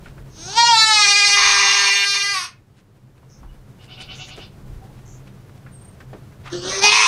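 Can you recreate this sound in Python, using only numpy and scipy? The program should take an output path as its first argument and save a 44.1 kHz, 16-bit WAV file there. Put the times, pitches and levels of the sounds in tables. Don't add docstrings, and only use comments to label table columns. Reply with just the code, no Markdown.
import sys
import numpy as np
from scipy import signal
from scipy.fft import rfft, irfft, next_fast_len
from scipy.io import wavfile
from scipy.ndimage import uniform_filter1d, map_coordinates

SR = 44100
rng = np.random.default_rng(int(sys.argv[2]) if len(sys.argv) > 2 else 0)


def wav_out(sig):
    wavfile.write(sys.argv[1], SR, np.round(np.clip(np.atleast_2d(sig).T, -1, 1) * 32767).astype(np.int16))


N = 311787


def amp(db):
    return 10 ** (np.asarray(db) / 20)


def unit(x):
    return x / np.sqrt(np.mean(x ** 2) + 1e-20)


def along(points, hz):
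    f, v = np.transpose(points)
    return np.interp(np.log(hz + 1), np.log(f + 1), v)


def curves(rows, t):
    s, *cols = np.transpose(rows)
    return [np.interp(t, s, c) for c in cols]


def wobble(rate_hz, size=N):
    knots = rng.standard_normal(int(size * rate_hz / SR) + 4)
    return unit(map_coordinates(knots, [np.arange(size) * rate_hz / SR]))


def filtered(x, response):
    m = next_fast_len(len(x) + 8192)
    spectrum = rfft(x, m) * response(np.fft.rfftfreq(m, 1 / SR))
    return irfft(spectrum, m)[:len(x)]


def noise(spectrum, size=N):
    return unit(filtered(rng.standard_normal(size), lambda hz: amp(along(spectrum, hz))))


def add(out, s, x):
    part = out[round(s * SR):][:len(x)]
    part += x[:len(part)]


def pulses(phase, count):
    turns_rad = rng.uniform(0, 2 * np.pi, count)
    return unit(sum(np.cos((k + 1) * phase + turn) for k, turn in enumerate(turns_rad)))


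# [f/Hz, level/dB per Hz]
BARN_SPECTRUM = [(41, -42), (70, -5.5), (88, -5.5), (135, -1), (161, -7.5), (198, -12), (227, -12.5),
                 (372, -14.5), (701, -22), (1510, -27.5), (1980, -31), (3260, -35), (15500, -45.5)]
# [f/Hz, half width/Hz, level/dB re unit murmur]
DRONE_BANDS = [(99, 8, -9), (130.6, 5, -3.5), (195, 12, -11.5)]
# [t/s, gain/dB]
BARN_GAIN = [(0, -42), (.6, -42.5), (1.1, -50), (2.2, -53.5), (2.9, -52), (3.46, -47), (3.6, -46.5),
             (4.1, -43), (6.4, -43), (6.7, -46.5), (7.07, -49.5)]
# [centre t/s, half width/s, level/dB]
WIND_GUSTS = [(.2, .2, -47), (1.48, .15, -45.5), (3.48, 0.098, -41), (4.3, .25, -51), (4.73, .09, -36.5),
              (5.1, 0.21, -50), (6.72, .12, -44.5)]
BREEZE_DB = -10.5


def background():
    t = np.arange(N) / SR
    barn_db, = curves(BARN_GAIN, t)
    barn = amp(-1.5 + 0.44 * wobble(3.6) + 0.92 * wobble(34)) * noise(BARN_SPECTRUM)
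    for hz, half_width_hz, db in DRONE_BANDS:
        band = filtered(rng.standard_normal(N), lambda f: 1 / (1 + ((f - hz) / half_width_hz) ** 2))
        barn += amp(db) * unit(band)
    rumble = noise([(10, -14.5), (30, 4.0), (60, -2), (90, -18.5), (200, -57.5)])
    wind = unit(amp(1.1 * wobble(8.8)) * rumble)
    gusts = sum(amp(db) * np.exp(-((t - s) / width) ** 2) for s, width, db in WIND_GUSTS)
    return amp(barn_db) * (barn + amp(BREEZE_DB) * wind) + gusts * wind


# [t/s, length/s, level/dB before envelope, tilt/dB (doubled at 10 kHz)]
STRAW_SWISHES = [(.0, 0.14, -53, -4), (2.749, 0.078, -59, -2), (3.162, 0.039, -62.5, -9),
                 (3.811, 0.075, -53.5, -0.5), (3.984, 0.064, -44.5, 0.5), (4.138, 0.079, -51.5, 0),
                 (4.256, 0.065, -45.5, -3), (4.358, 0.02, -48, 1), (4.963, 0.048, -55.5, -7),
                 (5.25, 0.067, -54.5, -6), (5.565, 0.024, -54.5, -1), (6.428, 0.085, -41.5, -8.5)]
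# [t/s, level/dB before envelope, ring f/Hz, t60/s, spectrum at 5 kHz/dB re ring]
STRAW_KNOCKS = [(0.057, -37.5, 1460, 0.087, -36), (0.179, -42.5, 1460, 0.076, -40),
                (3.229, -51.5, 904, 0.086, -35), (3.428, -45, 900, 0.17, -42),
                (4.375, -36, 399.5, 0.24, -23), (5.493, -44, 1506, 0.031, -25),
                (5.662, -43, 1420, 0.13, -46), (6.003, -39.5, 1480, 0.085, -19.5),
                (6.13, -30, 392, 0.15, -41), (6.321, -49, 1530, 0.048, -25), (6.454, -39, 1200, 0.65, -23)]


def straw():
    out = np.zeros(N)
    for s, length_s, db, tilt_db in STRAW_SWISHES:
        size = round(length_s * SR)
        colour = [(500, 6), (2500, 9.4), (10000, 2 * tilt_db), (15000, 2 * tilt_db - 30)]
        crackle = noise(colour, size=size)
        add(out, s, amp(db + 2.7 * wobble(454, size=size)) * np.hanning(size) * crackle)
    t = np.arange(SR // 5) / SR
    for s, db, hz, t60_s, crack_db in STRAW_KNOCKS:
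        peak = [(hz / 1.8, -12), (hz, 0), (hz * 1.8, -12)]
        ring = noise([(20, -40), *peak, (5000, crack_db), (16000, crack_db - 25)], size=len(t))
        attack = 1 - np.exp(-t / 0.00094)
        add(out, s, amp(db - 60 * t / t60_s) * attack * ring)
    return out


# [hoarse noise/dB, half pitch/dB, quarter pitch/dB]
EVEN_FOLDS_DB = (-31.5, -40.5, -42.5)
# [start t/s, end t/s, hoarse noise/dB, half pitch/dB, quarter pitch/dB], re clear voice
ROUGH_SPELLS = [(.28, 0.56, -6, -18, -34), (.715, 0.74, -23.5, -41, -40), (.92, 1.101, -20.5, -38, -39.5),
                (1.05, 1.089, -17.5, -14, -35.5), (1.1, 1.35, -24, -25.5, -39),
                (1.28, 1.315, -17.5, -7.5, -41), (1.36, 1.76, -0.5, -7, -16.5),
                (1.76, 1.909, -5, -4.5, -20.5), (1.919, 2.058, -16, -6, -44.5), (2.135, 2.169, -9, -8, -39),
                (2.135, 2.231, -14, -23, -44), (2.235, 2.34, -21.5, -22, -44),
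                (2.34, 2.444, -6.5, -24, -38), (2.44, 2.599, 1, -4, -40), (6.48, 6.809, 7.5, -1, -24),
                (6.81, 6.908, -1.5, -9, -16.5), (6.91, 7.1, 5.5, -2, 3)]
SPELL_EDGE_S = .025


def folds(t):
    start, end, *db = np.transpose(ROUGH_SPELLS)[..., None]
    on = np.clip(np.minimum(t - start, end - t) / SPELL_EDGE_S + .5, 0, 1) ** 2
    return amp(EVEN_FOLDS_DB)[:, None] + (amp(db) * on).sum(axis=1)


# [t/s, pitch f/Hz, level/dB]
CRY_1 = [(.3, 321.7, -60.5), (.4, 317.2, -39.5), (.49, 379.8, -32), (.55, 433, -29), (.58, 466, -11.5),
         (.69, 475.4, -11), (.76, 445.2, -12.5), (.89, 435.6, -13), (1.07, 401.7, -12.5),
         (1.2, 409.4, -13.5), (1.45, 403.4, -13), (1.89, 400.3, -15), (2.19, 401, -18), (2.335, 401.2, -21),
         (2.35, 374, -22.5), (2.38, 375.7, -23), (2.42, 349, -27.5), (2.445, 368.2, -27),
         (2.48, 356.6, -41.5), (2.57, 350, -75)]
CRY_2 = [(6.5, 338.2, -47), (6.512, 346.5, -45), (6.53, 350.5, -26), (6.56, 353.2, -26.5),
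         (6.61, 350.9, -37), (6.64, 361.3, -29), (6.7, 383.9, -24.5), (6.81, 395, -24.5),
         (6.84, 413.4, -9.5), (6.9, 419.7, -13), (7.0, 429, -12.5), (7.07, 416.4, -13)]
# [t/s, shape index]
MOUTH_PATH_1 = [(0.419, 0), (.53, .3), (.59, 1), (0.699, 1), (.77, 2), (.9, 2), (1.05, 3), (1.33, 3),
                (1.37, 4), (1.9, 4), (2.08, 5), (2.32, 5), (2.35, 6)]
MOUTH_PATH_2 = [(6.5, 1.5), (6.6, 0), (6.66, 1), (6.81, 2.5), (6.83, 3), (6.9, 3.5), (7.07, 4)]
# [f/Hz, then one level/dB per shape]
MOUTH_SHAPES_1 = [(407, -2.5, -39, -35, -37.5, -24.5, -33, -16), (910, -4, 6.5, 2.5, -8, -15.5, -21, -10),
                  (1050, -15.5, -15, -2, -6.5, -3.5, -8.5, 2.5), (1470, -4, -13, 0, -12.5, -15, -16, -5),
                  (1940, -21.5, -12, -4.5, -3, -1.5, -1.5, -2), (2380, -13, -17, -2, 0.5, -0.5, -1, -4),
                  (3144, -12, -11, -11, -12, -14.5, -11.5, -8.5),
                  (3940, -7, -11.5, 2.5, -5, -9.5, -9.5, -8.5), (4470, -7.5, -6.5, -1, -2, -11, -6, -3),
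                  (6440, 0.5, -17, -14, -7, -11.0, -12.5, -7),
                  (7140, -24, -22.5, -10, -18.5, -32.5, -30.5, -29),
                  (8500, -16, -26.5, -16.5, -15.5, -22.5, -21.5, -10),
                  (10900, -28, -51, -33.5, -38, -38.5, -33, -20),
                  (15000, -49, -68.5, -60.5, -53, -53.5, -55.5, -42.5)]
MOUTH_SHAPES_2 = [(204, 4, 0, -10, -10, -38), (410, 6, 4, -17, -16, -23.5), (609, -9, 1, 2.5, -12, -24.5),
                  (900, -15, -18, -28.5, 7, -20), (950, -25, -20, -13, -15, 7),
                  (1137, -12, -13, -11, -19, 0), (1566, -16, -1.5, -9, -17.5, -7.5),
                  (2030, -27, -21, 0, -17, -4.5), (2530, -17, -25, -5.5, -4.5, 5),
                  (2970, -6, -7, -25, -14.5, -6.5), (3733, -23, -9.5, -7.5, -11, -7.5),
                  (4730, -3.5, -16, -15.5, -7, -10.5), (6300, -20, -10.5, -4, -10, -5.5),
                  (7476, -19, -30, -45, -41, -21.5), (8400, -40, -20.5, -15.5, -23, -13.5),
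                  (14730, -55, -56.5, -48.5, -58.5, -51)]
FUNDAMENTAL_1_DB = [-7, -32.5, -39, -30.5, -29, -32, -32.5]
FUNDAMENTAL_2_DB = [-7, -16, -13, -15.5, -29]
# [f/Hz, level/dB]
HOARSE_SPECTRUM = [(300, -2.5), (600, -8), (1000, 5.5), (2200, -11), (3500, 4.5), (6000, 6.5),
                   (12000, -5.5)]
# [start t/s, end t/s, rate/Hz, pitch share]
HELD_QUAVER = (1.04, 1.36, 12.5, .009)
TREMOR_SHARE = .003


def cry(rows, path, mouths, fundamental_db, flutter_db, waver_db, jitter_rad, low_hz):
    t = np.arange(rows[0][0] * SR, rows[-1][0] * SR) / SR
    size = len(t)
    hz, level_db = curves(rows, t)
    mouth, = curves(path, t)
    rough, half, quarter = folds(t)

    start, end, rate_hz, depth = HELD_QUAVER
    quaver = -depth * ((t > start) & (t < end)) * np.sin(2 * np.pi * rate_hz * (t - start))
    pitch_hz = hz * (1 + quaver + TREMOR_SHARE * wobble(9, size=size))
    unjittered_phase = 2 * np.pi * np.cumsum(pitch_hz) / SR
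    phase = unjittered_phase + jitter_rad * np.sqrt(rough) * wobble(70, size=size)

    uneven = half * pulses(phase / 2 + 0.0036 * wobble(25, size=size), count=64)
    uneven += quarter * pulses(phase / 4 + 0.0038 * wobble(25, size=size), count=100)
    hoarse = rough * unit((1 + .5 * np.cos(phase)) * noise(HOARSE_SPECTRUM, size=size))
    sources = [pulses(phase, count=36) + uneven, hoarse]
    f, frames, (voiced, air) = signal.stft(sources, SR, nperseg=512, noverlap=384)

    grid_hz, *columns = np.transpose(mouths)
    place = np.clip(np.interp(frames, t - t[0], mouth), 0, len(columns) - 1)
    shapes = np.array([along(np.transpose([grid_hz, c]), f) for c in columns])
    throat_db = map_coordinates(shapes, np.meshgrid(place, np.arange(len(f))), order=1)

    flutter = uniform_filter1d(rng.standard_normal(air.shape), size=5, axis=0)
    flutter = uniform_filter1d(flutter, size=12, axis=1)
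    low_cut = 1 + (low_hz / (f[:, None] + 1)) ** 8
    z = (voiced * amp(flutter_db * unit(flutter)) + air) * amp(throat_db) / low_cut
    voice = signal.istft(z, SR, nperseg=512, noverlap=384)[1][:size]
    voice /= np.sqrt(np.abs(uniform_filter1d(voice ** 2, size=1500)) + 1e-12)

    low_db = np.interp(mouth, np.arange(len(columns)), fundamental_db)
    low_db = low_db + waver_db * np.clip(rough, 0, 1) * wobble(30, size=size)
    fundamental = np.sqrt(2) * amp(low_db) * np.sin(unjittered_phase)
    out = np.zeros(N)
    add(out, t[0], amp(level_db) * (voice + fundamental))
    return out


# [f/Hz, t60/s]
STALL_DECAY = [(200, 0.12), (2000, 0.29), (10000, 0.088)]


def stall(x):
    hz, t, z = signal.stft(rng.standard_normal(SR // 2), SR, nperseg=256)
    decay = amp(-60 * t / along(STALL_DECAY, hz)[:, None])
    tail = signal.istft(z * decay, SR, nperseg=256)[1]
    delayed = np.pad(x, (200, 0))
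    return signal.fftconvolve(delayed, tail / np.linalg.norm(tail))[:N]


# [t/s, length/s, centre f/Hz, half width/Hz, pulse rate/Hz, level/dB before envelope]
BIRD_BUZZES = [(3.287, 0.13, 5880, 896, 140, -58), (4.131, 0.21, 6270, 940, 130, -48.5),
               (5.05, 0.15, 6560, 1000, 135, -54)]
# [t/s, f/Hz, level/dB]
BIRD_WHISTLES = [
    [(5.705, 9100, -76), (5.725, 9074, -56.5), (5.747, 8510, -51), (5.793, 8379, -56), (5.8, 8219, -63)],
    [(6.51, 8900, -65), (6.54, 8200, -57), (6.58, 7850, -54), (6.6, 7900, -53), (6.61, 7900, -62),
     (6.62, 8250, -51), (6.635, 8200, -57)],
    [(3.48, 2860, -71), (3.502, 2941, -57), (3.534, 2945, -75), (3.545, 2925, -69.5)],
    [(4.8, 702, -67), (4.83, 790, -49), (4.854, 750, -64.5), (4.866, 836.6, -56), (4.95, 830, -69)],
]
# [t/s, level/dB 8 ms in]
BIRD_TRILL = [(5.783, -67), (5.809, -50), (5.842, -49), (5.875, -50), (5.9, -61), (5.92, -64)]


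def birds():
    out = np.zeros(N)
    for s, length_s, hz, half_width_hz, rate_hz, db in BIRD_BUZZES:
        t = np.arange(round(length_s * SR)) / SR
        hiss = rng.standard_normal(len(t))
        band = unit(filtered(hiss, lambda f: np.exp(-((f - hz) / half_width_hz) ** 4)))
        depth = np.clip(1.2 - 2 * t / length_s, 0, 1)
        beat = 1 + depth * np.cos(2 * np.pi * rate_hz * t)
        add(out, s, amp(db) * np.sin(np.pi * (t / length_s) ** 0.74) * beat * band)
    notes = [[(s, 8800, db - 4), (s + .008, 8750, db), (s + .022, 8400, db - 4)] for s, db in BIRD_TRILL]
    for rows in BIRD_WHISTLES + notes:
        t = np.arange(rows[0][0] * SR, rows[-1][0] * SR) / SR
        hz, db = curves(rows, t)
        edge = np.clip(np.minimum(t - t[0], t[-1] - t) / 0.007, 0, 1)
        tone = np.sin(2 * np.pi * np.cumsum(hz) / SR)
        add(out, t[0], np.sqrt(2) * amp(db) * edge * tone)
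    return out


# [t/s (starts 15 ms earlier), level/dB before envelope, initial pitch f/Hz, length/s]
KID_PIECES = [(3.799, -54.5, 705, 0.085), (3.888, -45.5, 712, 0.12), (3.98, -41, 724, 0.11),
              (4.086, -39.5, 727, 0.11), (4.192, -38.5, 716, 0.091), (4.298, -42, 717, 0.088),
              (4.398, -43, 718, 0.091)]
# [f/Hz, gain/dB]
KID_VOICED = [(350, -51), (600, -5), (732, -8), (834, -12), (1400, -6.5), (1850, -20), (2170, -6),
              (2840, 5.5), (3370, -8), (6500, -27), (8450, -65), (14300, -120)]
# [f/Hz, level/dB]
KID_RASPY = [(1180, -41), (2000, -23), (2820, -10), (3540, 10), (4090, 4), (4840, 5.5), (6500, -14),
             (8450, -57), (14300, -120)]


def kid():
    out = np.zeros(N)
    for s, db, hz, length_s in KID_PIECES:
        u = np.arange(round(length_s * SR)) / (length_s * SR)
        pitch_hz = hz * (1 + 0.106 * u + 0.0067 * wobble(86, size=len(u)))
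        phase = 2 * np.pi * np.cumsum(pitch_hz) / SR
        source = pulses(phase, count=9) + 2.6 * rng.standard_normal(len(u))
        throat = unit(filtered(source, lambda f: amp(along(KID_VOICED, f))))
        voiced = np.sin(np.pi * u ** 0.62) ** 2 * throat
        rasp = amp(-3.0) * np.sin(np.pi * u ** 1.14) ** 2 * noise(KID_RASPY, size=len(u))
        add(out, s - .015, amp(db) * (voiced + rasp))
    return out


def scene():
    goat = cry(CRY_1, MOUTH_PATH_1, MOUTH_SHAPES_1, FUNDAMENTAL_1_DB,
               flutter_db=3.0, waver_db=1.9, jitter_rad=0.22, low_hz=590)
    goat += cry(CRY_2, MOUTH_PATH_2, MOUTH_SHAPES_2, FUNDAMENTAL_2_DB,
                flutter_db=4, waver_db=5.5, jitter_rad=0.16, low_hz=149.4)
    far = kid() + birds()
    echo = stall(amp(-8) * goat + amp(-4.5) * far)
    return (goat + far + straw() + echo + background())[None]


TOP_HZ = 15640


def record(dry):
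    rounded = dry[0] / (1 + np.abs(dry[0]) ** 8) ** (1 / 8)
    return .96 * filtered(rounded, lambda hz: hz < TOP_HZ)[None]


dry = scene()
out = record(dry)
wav_out(out)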